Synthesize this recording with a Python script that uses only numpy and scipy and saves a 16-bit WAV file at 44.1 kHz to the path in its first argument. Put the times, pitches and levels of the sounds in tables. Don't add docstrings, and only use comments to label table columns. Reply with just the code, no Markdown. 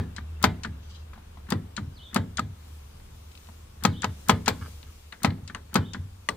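import sys
import numpy as np
from scipy import signal
from scipy.fft import rfft, irfft, next_fast_len
from scipy.io import wavfile
from scipy.ndimage import uniform_filter1d, map_coordinates

SR = 44100
rng = np.random.default_rng(int(sys.argv[2]) if len(sys.argv) > 2 else 0)


def ratio(d):
    e = np.asarray(d, float) / 20
    return 10 ** e


def master(y):
    cut = np.clip(np.atleast_2d(y).T, -1, 1)
    pcm = np.round(cut * 32767)
    wavfile.write(sys.argv[1], SR, pcm.astype(np.int16))


N = 280476
LEAD_IN = SR // 2

# start_s, clack_db, edge_db, boom_db, latch_lead_s
PULLS = [(-.039, -14, 2.5, -15, .014), (0.4406, -11, 2, -14.4, .0136), (1.522, -19, -5, -17.2, .0185),
         (2.161, -16.5, -2.5, -15.8, .0168), (3.8509, -13, 2.5, -13.5, .0142),
         (4.2952, -9.5, 2, -12.7, .0102), (5.2465, -14, -1.5, -13.2, .0145), (5.7558, -14, 0, -13.7, .0140)]
# latch_leads_ahead, level_db, pitch_hz, t60_s, boom_db
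RUN_UP = [
    (3.0, -56, 1700, .06, -60),
    (1.85, -44.5, 1400, .11, -41),
    (.7, -36, 1150, .03, -46),
]
# start_s, tick_db, knock_delay_s, knock_db, boom_db
RETURNS = [(.1632, -38, .019, -34.5, -39), (.634, -33, .014, -26.5, -34), (1.7653, -33, .0125, -29, -32),
           (2.3712, -30, .0118, -27, -41), (4.02, -33, .012, -27.5, -39), (4.4594, -31, .0106, -29.5, -38),
           (5.4766, -40, .0218, -37.5, -41), (5.934, -36, .012, -32, -35)]
# start_s, clack_db, edge_db, boom_db
SLAMS = [(2.3934, -22.5, 3, -25), (4.0435, -16.5, -3, -25.5), (4.4798, -13, 6, -20.5)]
# favoured_hz, lift_db, ring_length_ratio, rattle_db, housing_db
LANDINGS = [(1250, 2.2, .9, .4, .3), (1150, 3, .9, 1.5, 1.5), (800, 2.2, .8, -1.2, -3),
            (780, 4, .8, .4, -2.2), (1000, 3, 1.05, -.4, .4), (1000, 5, 1.1, 1.2, 3),
            (900, 4, .65, 1.5, .6), (800, 3, .65, 1.5, .4), (1280, 13, .8, -7, -5), (980, 8, .9, -4, -4),
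            (880, 8, .45, 1.5, -4)]
# delay_s, level_db
CONTACTS = [
    (.0001, -1.5),
    (.0013, -2.5),
]
# start_s, level_db, pitch_hz, boom_db
KNOCKS = [(0.666, -52, 720, -31.5), (1.133, -44.5, 1110, -55), (1.159, -51.5, 1280, -51),
          (1.177, -47, 850, -47), (1.372, -49, 920, -50.5), (1.792, -47, 850, -31.5),
          (3.488, -48.5, 850, -48.5), (4.617, -52, 1420, -39), (4.6685, -52, 430, -55),
          (4.68, -50, 520, -48), (5.125, -38, 1680, -54), (5.5485, -34, 1300, -44), (5.962, -50, 1000, -36),
          (6.29, -33, 800, -36.5)]
# start_s, level_db, centre_hz, t60_s
TICKS = [(1.134, -55, 2880, 0.02), (2.999, -56, 4500, .03), (4.8287, -47.5, 3970, 0.031),
         (5.123, -44, 3500, 0.026), (5.305, -39, 3450, 0.017), (5.548, -36, 8000, 0.016),
         (6.2882, -23, 7000, .008), (6.2885, -31, 12000, .02), (6.2928, -28.5, 7140, .022)]
# start_s, level_db
SETTLE = [(.67, -33.5), (1.787, -29), (1.836, -30.5), (2.409, -31), (2.46, -36), (4.05, -31), (4.58, -31.5),
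          (5.39, -33.5), (5.958, -27), (6.012, -36)]
# start_s, level_db
RING_TAPS = [(6.2882, -15), (5.5478, -28), (5.1255, -36.5)]
# start_s, level_db
FOB = [(3.3165, -55), (3.352, -49.5), (3.375, -49.5), (3.446, -60), (3.47, -55.5)]
# start_s, length_s, level_db
SCRAPES = [(4.614, .062, -47), (4.865, .045, -54)]
# start_s, level_db
SLIPS = [(4.6135, -40), (4.617, -40), (4.6225, -38), (4.626, -35), (4.6335, -41), (4.644, -44),
         (4.651, -45), (4.661, -38), (4.6685, -42)]

# pitch_hz, level_db, t60_s
LEVER_MODES = [(509, -8, 0.033), (645, -17.5, 0.025), (849, -2, 0.033), (1000, -2, 0.034), (1100, 3, .013),
               (1256, 1.5, 0.037), (1575, -6, 0.021), (1840, -13.5, 0.034), (2576, -1, 0.011),
               (3300, -9.5, 0.016), (4100, -26, 0.0055), (4810, -3, 0.0096), (6500, -9, 0.014),
               (7600, -13, 0.018)]
HOUSING_MODES = [(434, -18, .14), (503, -16, .12), (631, -23, .1), (830, -26, .12), (1235, -25, .17),
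                 (1290, -27, .15), (1660, -31, .12), (1875, -31, .12), (2270, -33, .12), (2990, -30, .09),
                 (3200, -32, .09), (3600, -34, .12), (4300, -34, .1), (4860, -33, .09)]
SKIN_MODES = [(166, -4.5, .4), (189.1, 1, .18), (198.9, -12.5, .62), (205.3, 9.5, .12), (223.7, 9, .1),
              (237.5, -5, .33), (264, -17, .7), (273.7, -19, .3), (292, -2.5, .16), (320, 9, .045),
              (350, -3, .08), (430, -9, .07)]
SEAL_MODES = [(74, -21, .3), (92.0, -6.5, .25), (100.8, -10, .8), (125.2, -6.5, .055), (151.5, -9, .14)]
GRIP_MODES = [(1172, -4, .05), (1960, 1.5, .018), (2400, -4, .012), (2820, 1, 0.015), (4300, -4, .014),
              (6340, -8, .016), (8800, -9, 0.011)]
FOB_MODES = [(2620, -3, .03), (3030, -3, .03), (3980, -3, 0.023), (4960, -7, 0.026)]
SLIP_MODES = [(1300, 0, .016), (1550, -2, .014), (2100, -7, .01), (2900, -8, .008)]

# frequency_hz, level_db
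RATTLE = [(350, -9), (700, -2.5), (1300, 1.5), (2500, -7.5), (5000, -12), (8000, -18), (11000, -27.5),
          (14500, -27), (16300, -51)]
TRIM = [(80, -23), (150, 3), (260, -2), (350, -5), (480, -12), (700, -24), (1000, -52.5)]
RECESS = [(150, -20), (330, 0), (800, -3), (1400, -8), (3000, -30)]
# frequency_hz, t60_s
RATTLE_DECAY = [(300, 0.2), (1000, 0.085), (3000, 0.077), (8000, 0.048), (15000, 0.073)]
YARD = [(200, 0.55), (1000, 0.18), (4000, 0.17), (12000, 0.033)]
FAR_WALLS = [(300, .9), (1500, .6), (5000, .4)]
# frequency_hz, left_minus_right_db
LEAN = [(150, 0.5), (290, .6), (450, 2.5), (740, 6.5), (1300, 2.5), (2500, 7), (5000, 11), (14000, 5)]
# frequency_hz, phase_rad
PORT_PHASE = [(80, 0.02), (160, .12), (290, .6), (520, .8), (1000, .05), (2000, 0.02)]

# time_s, pitch_hz, level_db
WHISTLES = [
    [(1.936, 4800, -68), (1.955, 5000, -63), (1.975, 4100, -53), (1.998, 2950, -53), (2.013, 3000, -52),
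     (2.038, 3760, -49), (2.058, 3580, -51), (2.074, 3300, -50), (2.088, 3600, -60)],
    [(3.885, 4900, -68), (3.903, 4900, -62), (3.922, 3900, -55), (3.942, 2950, -49), (3.955, 3020, -50),
     (3.971, 3560, -52), (3.992, 3760, -50), (4.004, 3400, -54), (4.017, 2950, -56)],
    [(5.79, 4400, -72), (5.808, 3850, -60), (5.825, 2960, -55), (5.84, 3000, -53), (5.856, 3550, -52),
     (5.866, 3740, -54), (5.888, 3660, -55), (5.897, 2950, -57), (5.915, 4050, -62)],
]
# start_s, level_db
PEEPS = [(0.099, -61), (.275, -61), (.355, -59), (0.531, -60), (.72, -64), (.82, -62), (1.01, -62)]
# time_s, pitch_hz, level_db
ENGINE = [(0, 76, -39), (.4, 76, -34.5), (.8, 75, -40.5), (1.4, 75, -42.5), (2.0, 73, -46),
          (2.7, 75, -44.5), (3.7, 74.5, -45.5), (4.5, 73, -40), (5.0, 75, -50), (5.6, 73, -49.5),
          (6.36, 74, -52.5)]
# time_s, level_db
BREEZE = [(0, -69), (2.5, -68.5), (2.7, -63.5), (2.9, -65.5), (3.25, -65), (3.48, -63), (3.62, -66),
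          (3.95, -67), (4.2, -60.5), (4.4, -63.5), (4.68, -58.5), (4.8, -62.5), (5.0, -64), (5.35, -68),
          (5.97, -68.5), (6.36, -66)]
# frequency_hz, level_db (per Hz)
RUMBLE = [(15, -26), (25, 2.5), (50, -2), (80, 2), (110, -8), (220, -15), (350, -34), (500, -60)]
TRAFFIC = [(100, -24), (250, -2.5), (420, 0.5), (600, -1), (1100, -2.5), (2000, -11), (3500, -12),
           (6000, -30.5)]
HISS = [(1000, -36), (2200, -1), (4000, -0.5), (7000, -1.5), (11000, -5), (15500, -5.5)]
# frequency_hz, correlation
ALIKE = [(60, 1.0), (130, 0.99), (290, 0.7), (640, -0.63), (1410, 0.33), (3100, -0.28), (6820, -0.046),
         (15000, -0.05)]
# frequency_hz, left_minus_right_db
SIDES = [(60, 0.5), (240, 0.5), (950, 1.5), (3770, 3.5), (15000, 2.5)]


def unit(x):
    return x / np.sqrt(np.mean(x ** 2) + 1e-20)


def along(points, hz):
    f, v = np.transpose(points)
    return np.interp(np.log(hz + 1), np.log(f + 1), v)


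def curves(rows, t):
    s, *columns = np.transpose(rows)
    return [np.interp(t, s, column) for column in columns]


def wobble(rate_hz):
    knots = rng.standard_normal(int(N * rate_hz / SR) + 4)
    return map_coordinates(knots, [np.arange(N) * rate_hz / SR])


def filtered(x, response):
    m = next_fast_len(x.shape[-1] + 2048)
    spectrum = rfft(x, m) * response(np.fft.rfftfreq(m, 1 / SR))
    return irfft(spectrum, m)[..., :x.shape[-1]]


def add(track, start_s, sound):
    at = round(start_s * SR) + LEAD_IN
    track[..., at:at + sound.shape[-1]] += sound


def ring(modes, t, scatter_db, attack, apart=0.):
    hz, db, t60 = np.transpose(modes)[:, :, None]
    chance = rng.standard_normal((3, len(hz), 1))
    phase = apart * np.log(hz / 150) * chance[1:]
    envelope = ratio(db + scatter_db * chance[0] - 60 * t / t60)
    waves = envelope * np.sin(2 * np.pi * hz * t + phase)
    return waves.sum(axis=1) * (1 - np.exp(-t / attack))


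def dying(colour_db, slow, seconds, decays, attack=1e-4):
    t = np.arange(round(seconds * SR)) / SR
    noise = rng.standard_normal((3, len(t)))
    ports = 1.18 * noise[0] + noise[1:]
    centres = np.geomspace(200, 16000, num=7)[:, None, None]
    split = lambda f: ratio(colour_db(f)) * np.exp(-(np.log((f + 1) / centres) / 0.36) ** 2)
    bands = filtered(ports, split)
    bands = bands / np.sqrt(np.mean(bands.sum(axis=0) ** 2))
    fade = ratio(-60 * t / (slow * along(decays, centres)))
    return (bands * fade).sum(axis=0) * np.minimum(t / attack, 1)


def rush(spectrum, patchy_db):
    z = signal.stft(rng.standard_normal((2, N + 512)), nperseg=512)[2]
    field = uniform_filter1d(rng.standard_normal(z.shape[1:]), size=6, axis=0)
    field = uniform_filter1d(field, size=14, axis=1)
    pair = signal.istft(z * ratio(patchy_db * unit(field)), nperseg=512)[1][:, :N]
    angle = lambda f: np.arccos(np.clip(along(ALIKE, f), -1, 1)) / 2
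    colour = lambda f: ratio(along(spectrum + [(17000, -120)], f))
    mid, side = filtered(pair, lambda f: colour(f) * [np.cos(angle(f)), np.sin(angle(f))])
    ports = np.array([mid + side, mid - side])
    return unit(filtered(ports, lambda f: ratio(along(SIDES, f) * [[.5], [-.5]])))


def handle():
    bright, door = np.zeros((2, 2, N + 2 * LEAD_IN))
    t = np.arange(SR // 20) / SR
    hard, soft = rock(slack=0.99), rock(slack=.92)
    blows, ticks, knocks = strokes()
    for (s, db, edge_db, boom_db), landing in zip(blows, LANDINGS):
        for delay, rings, sound in blow(db, edge_db, landing):
            add(door if rings else bright, s + delay, sound)
        add(door, s - .0021, ratio(boom_db - 6.5) * boom(hard))
    for s, db, hz, t60 in ticks:
        add(bright, s, tick(db, hz, t60))
    for s, db, hz, t60, boom_db in knocks:
        body, scuff = knock(db, hz, t60)
        add(door, s, body)
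        add(bright, s, scuff)
        add(door, s, ratio(boom_db - 4) * boom(hard))
    for s, db in SETTLE:
        add(door, s, ratio(db) * soft)
    for s, db in RING_TAPS:
        hollow = dying(lambda f: along(RECESS, f), 1, .2, [(300, .3), (1500, .12)], attack=.004)
        add(door, s, ratio(db - 1.0) * ring(GRIP_MODES, t, scatter_db=1.5, attack=0.00017, apart=0.17))
        add(bright, s, ratio(db - 21) * hollow)
    for s, db in FOB:
        jangle = dying(lambda f: -9 * np.log2((f + 1) / 3600) ** 2, 1, .1, [(3000, .035)])
        add(door, s, ratio(db + 3.5) * ring(FOB_MODES, t, scatter_db=0.5, attack=0.00023, apart=0.55))
        add(bright, s, ratio(db - 3) * jangle)
    return bright, door


def strokes():
    blows = [pull[:4] for pull in PULLS] + SLAMS
    latches = [(s - lead, -20.5 + .25 * db, 14000, .045) for s, db, _, _, lead in PULLS]
    springs = [(s, db, 6500, .052) for s, db, *_ in RETURNS]
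    nudges = [(s, db, hz, .04 + .0012 * (db + 45), boom_db) for s, db, hz, boom_db in KNOCKS]
    run_ups = [(s - ahead * lead, *touch) for s, *_, lead in PULLS for ahead, *touch in RUN_UP]
    homes = [(s + delay, db, 1470, .03, boom_db) for s, _, delay, db, boom_db in RETURNS]
    return blows, TICKS + latches + springs, nudges + run_ups + homes


def blow(db, edge_db, landing):
    centre_hz, lift_db, lasting, rattle_db, housing_db = landing
    t = np.arange(SR // 5) / SR
    short = t[:SR // 20]
    tilt = lambda f: edge_db * np.log2(f / 1500 + 1) / 2
    colour = lambda f: along(RATTLE, f) + tilt(f)
    duller = lambda f: colour(f) + f / 1600
    favour = lambda f: lift_db * (np.exp(-(np.log2(f / centre_hz) / .3) ** 2) - .4)
    lever = [(hz, level + tilt(hz) + favour(hz), lasting * t60) for hz, level, t60 in LEVER_MODES]
    low = [mode for mode in lever if mode[0] < 2200]
    high = [mode for mode in lever if mode[0] >= 2200]
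    body = -ratio(db + 1.2) * ring(low, short, scatter_db=1.5, attack=.0009, apart=.12)
    housing = ratio(db + housing_db) * ring(HOUSING_MODES, t, scatter_db=3.5, attack=.006, apart=.3)
    slow = 0.92 * ratio(.45 * rattle_db)
    rattle = ratio(db + rattle_db - 6) * dying(colour, slow, .16, RATTLE_DECAY, attack=0.0014)
    rebound = ratio(db + rattle_db - 11) * dying(duller, 0.42, .15, RATTLE_DECAY, attack=.002)
    parts = [(-.0006, True, body), (0, True, housing), (0, False, rattle), (.006, False, rebound)]
    for delay, loss_db in CONTACTS:
        clink = ratio(db + loss_db) * ring(high, short, scatter_db=2.5, attack=.0003, apart=.15)
        crack = ratio(db + loss_db - 2.5) * dying(colour, .2, .05, RATTLE_DECAY)
        parts += [(delay, True, clink), (delay, False, crack)]
    return parts


def tick(db, hz, t60):
    colour = lambda f: np.where(f > hz, -30, -1.6) * np.log2((f + 100) / hz) ** 2
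    decays = [(1000, 3.9 * t60), (12000, 0.27 * t60)]
    return ratio(db + 2) * dying(colour, 0.61, .1, decays, attack=.0007)


def knock(db, hz, t60):
    t = np.arange(SR // 20) / SR
    grip = [(hz, 0, .011), (hz * 2.2, -11, .011), (hz * .82, -21, .06), (hz * 1.12, -6, .011), (1010, -27, .05)]
    colour = lambda f: np.maximum(-18 * np.log2((f + 1) / hz) ** 2, along(RATTLE, f) - 5 - f / 1300)
    body = ratio(db + 17) * ring(grip, t, scatter_db=1.2, attack=0.0025, apart=0.098)
    scuff = ratio(db - 1.5) * dying(colour, 1.9, .12, [(1000, t60)], attack=0.003)
    return body, scuff


def boom(rocking):
    t = np.arange(SR // 3) / SR
    trim = unit(filtered(rng.standard_normal(len(t)), lambda f: ratio(along(TRIM, f))))
    shake = ratio(-11.5 - 60 * t / .5) * np.minimum(t / 0.0065, 1) * trim
    skin = ring(SKIN_MODES, t, scatter_db=.5, attack=.01)[0]
    return (skin + shake + rocking) * np.cos(1.5 * np.pi * t)


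def rock(slack):
    t = np.arange(SR // 3) / SR
    back = t - .0448
    swell = np.exp(-(np.minimum(back, 0) / 0.021) ** 2) * np.minimum(t / .006, 1)
    bent = back - 4.5 * np.minimum(back, 0) ** 2
    swings = [ratio(db - 60 * np.abs(back) / t60) * np.sin(2 * np.pi * hz * slack * bent)
              for hz, db, t60 in SEAL_MODES]
    return swell * sum(swings)


def scrapes():
    slips, t = np.zeros(N), np.arange(SR // 20) / SR
    for s, length, db in SCRAPES:
        where, size = rng.random((2, 24))
        at = np.round((s + length * where) * SR).astype(int)
        slips[at] = ratio(db - 14 * size) * np.sign(size % .2 - .1)
    for s, db in SLIPS:
        slips[round(s * SR)] = ratio(db + 2.5)
    grip = ring(SLIP_MODES, t, scatter_db=1, attack=.0003, apart=.15)
    return signal.fftconvolve(slips[None], grip, axes=1)[:, :N]


def fingers():
    middle_s, width_s = .92, .085
    level_db = -53 - 9 * ((np.arange(N) / SR - middle_s) / width_s) ** 2
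    squeak = [(1800, -45.5), (3100, -2.2), (3500, -5), (3900, -1.2),
              (4800, -3), (5400, -8), (6200, -5), (9000, -28)]
    return ratio(level_db + 2.2 * wobble(45)) * rush(squeak, patchy_db=3.5)


def walls(x, decays, seconds, delay):
    tail = np.pad(dying(lambda f: 0 * f, 1, seconds, decays), ((0, 0), (delay, 0)))
    tail = tail / np.linalg.norm(tail[0])
    return signal.fftconvolve(x.mean(axis=0)[None], tail, axes=1)[:, :x.shape[1]]


def birds():
    song, t = np.zeros(N + 2 * LEAD_IN), np.arange(SR // 5) / SR
    for call in WHISTLES:
        start_s, (end_s, end_hz, _) = call[0][0], call[-1]
        hz, db = curves(call + [(end_s + .012, end_hz, -100)], start_s + t)
        phase = 2 * np.pi * np.cumsum(uniform_filter1d(hz, size=260)) / SR
        add(song, start_s, ratio(db + 2.2 * wobble(65)[:len(t)]) * np.sin(phase))
    for s, db in PEEPS:
        swell = np.exp(-((t - .015) / 0.0073) ** 2)
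        add(song, s, ratio(db) * swell * np.sin(2 * np.pi * 2700 * t))
    echoes = dying(lambda f: 0 * f, 1, 0.35, [(3000, 0.53), (5000, .35)], attack=.012)
    wet = signal.fftconvolve(song[None], echoes / np.linalg.norm(echoes[0]), axes=1)
    return (song + ratio(-1.2) * wet[:, :len(song)])[:, LEAD_IN:LEAD_IN + N]


def drone():
    hz, db = curves(ENGINE, np.arange(N) / SR)
    phase = 2 * np.pi * np.cumsum(hz + 2.5 * wobble(24)) / SR
    sixth_phase = 6 * 2 * np.pi * np.cumsum(hz + .5 * wobble(10)) / SR
    sixth = ratio(-76 + 4 * wobble(1.5)) * np.sin(sixth_phase)
    second = ratio(-22 + 4.1 * wobble(3)) * np.sin(2 * phase)
    return ratio(db + 2.3 * wobble(8)) * (np.sin(phase) + second) + sixth


def air():
    t = np.arange(N) / SR
    street_db = .25 * (curves(ENGINE, t)[1] + 45)
    breeze_db, = curves(BREEZE, t)
    low = ratio(-50.5 + street_db + 1.5 * wobble(7)) * rush(RUMBLE, patchy_db=.8)
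    traffic = ratio(-58.3 + street_db) * rush(TRAFFIC, patchy_db=0.63)
    hiss = ratio(breeze_db + 5.5) * rush(HISS, patchy_db=1.3)
    return low + traffic + hiss


def scene():
    bright, door = handle()
    lead_s = 6.5e-5
    phase = lambda f: np.pi * f * lead_s + along(PORT_PHASE, f) / 2
    left = lambda f: ratio(along(LEAN, f) / 2) * np.exp(1j * phase(f))
    near = filtered(bright + door, lambda f: left(f) ** [[1], [-1]])
    yard = ratio(-15) * walls(bright, YARD, .4, 300) + ratio(-30) * walls(bright, FAR_WALLS, .45, 2000)
    close = (near + yard)[:, LEAD_IN:LEAD_IN + N]
    return close + scrapes() + fingers() + birds() + drone() + air()


def low_pass(x):
    return signal.sosfilt(signal.butter(12, 16490, fs=SR, output="sos"), x)


def record(dry):
    x = signal.sosfilt(signal.butter(2, 22, "high", fs=SR, output="sos"), dry)
    x = x / (1 + np.abs(x / 1.05) ** 8) ** (1 / 8)
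    return low_pass(x)


dry = scene()
out = record(dry)
master(out)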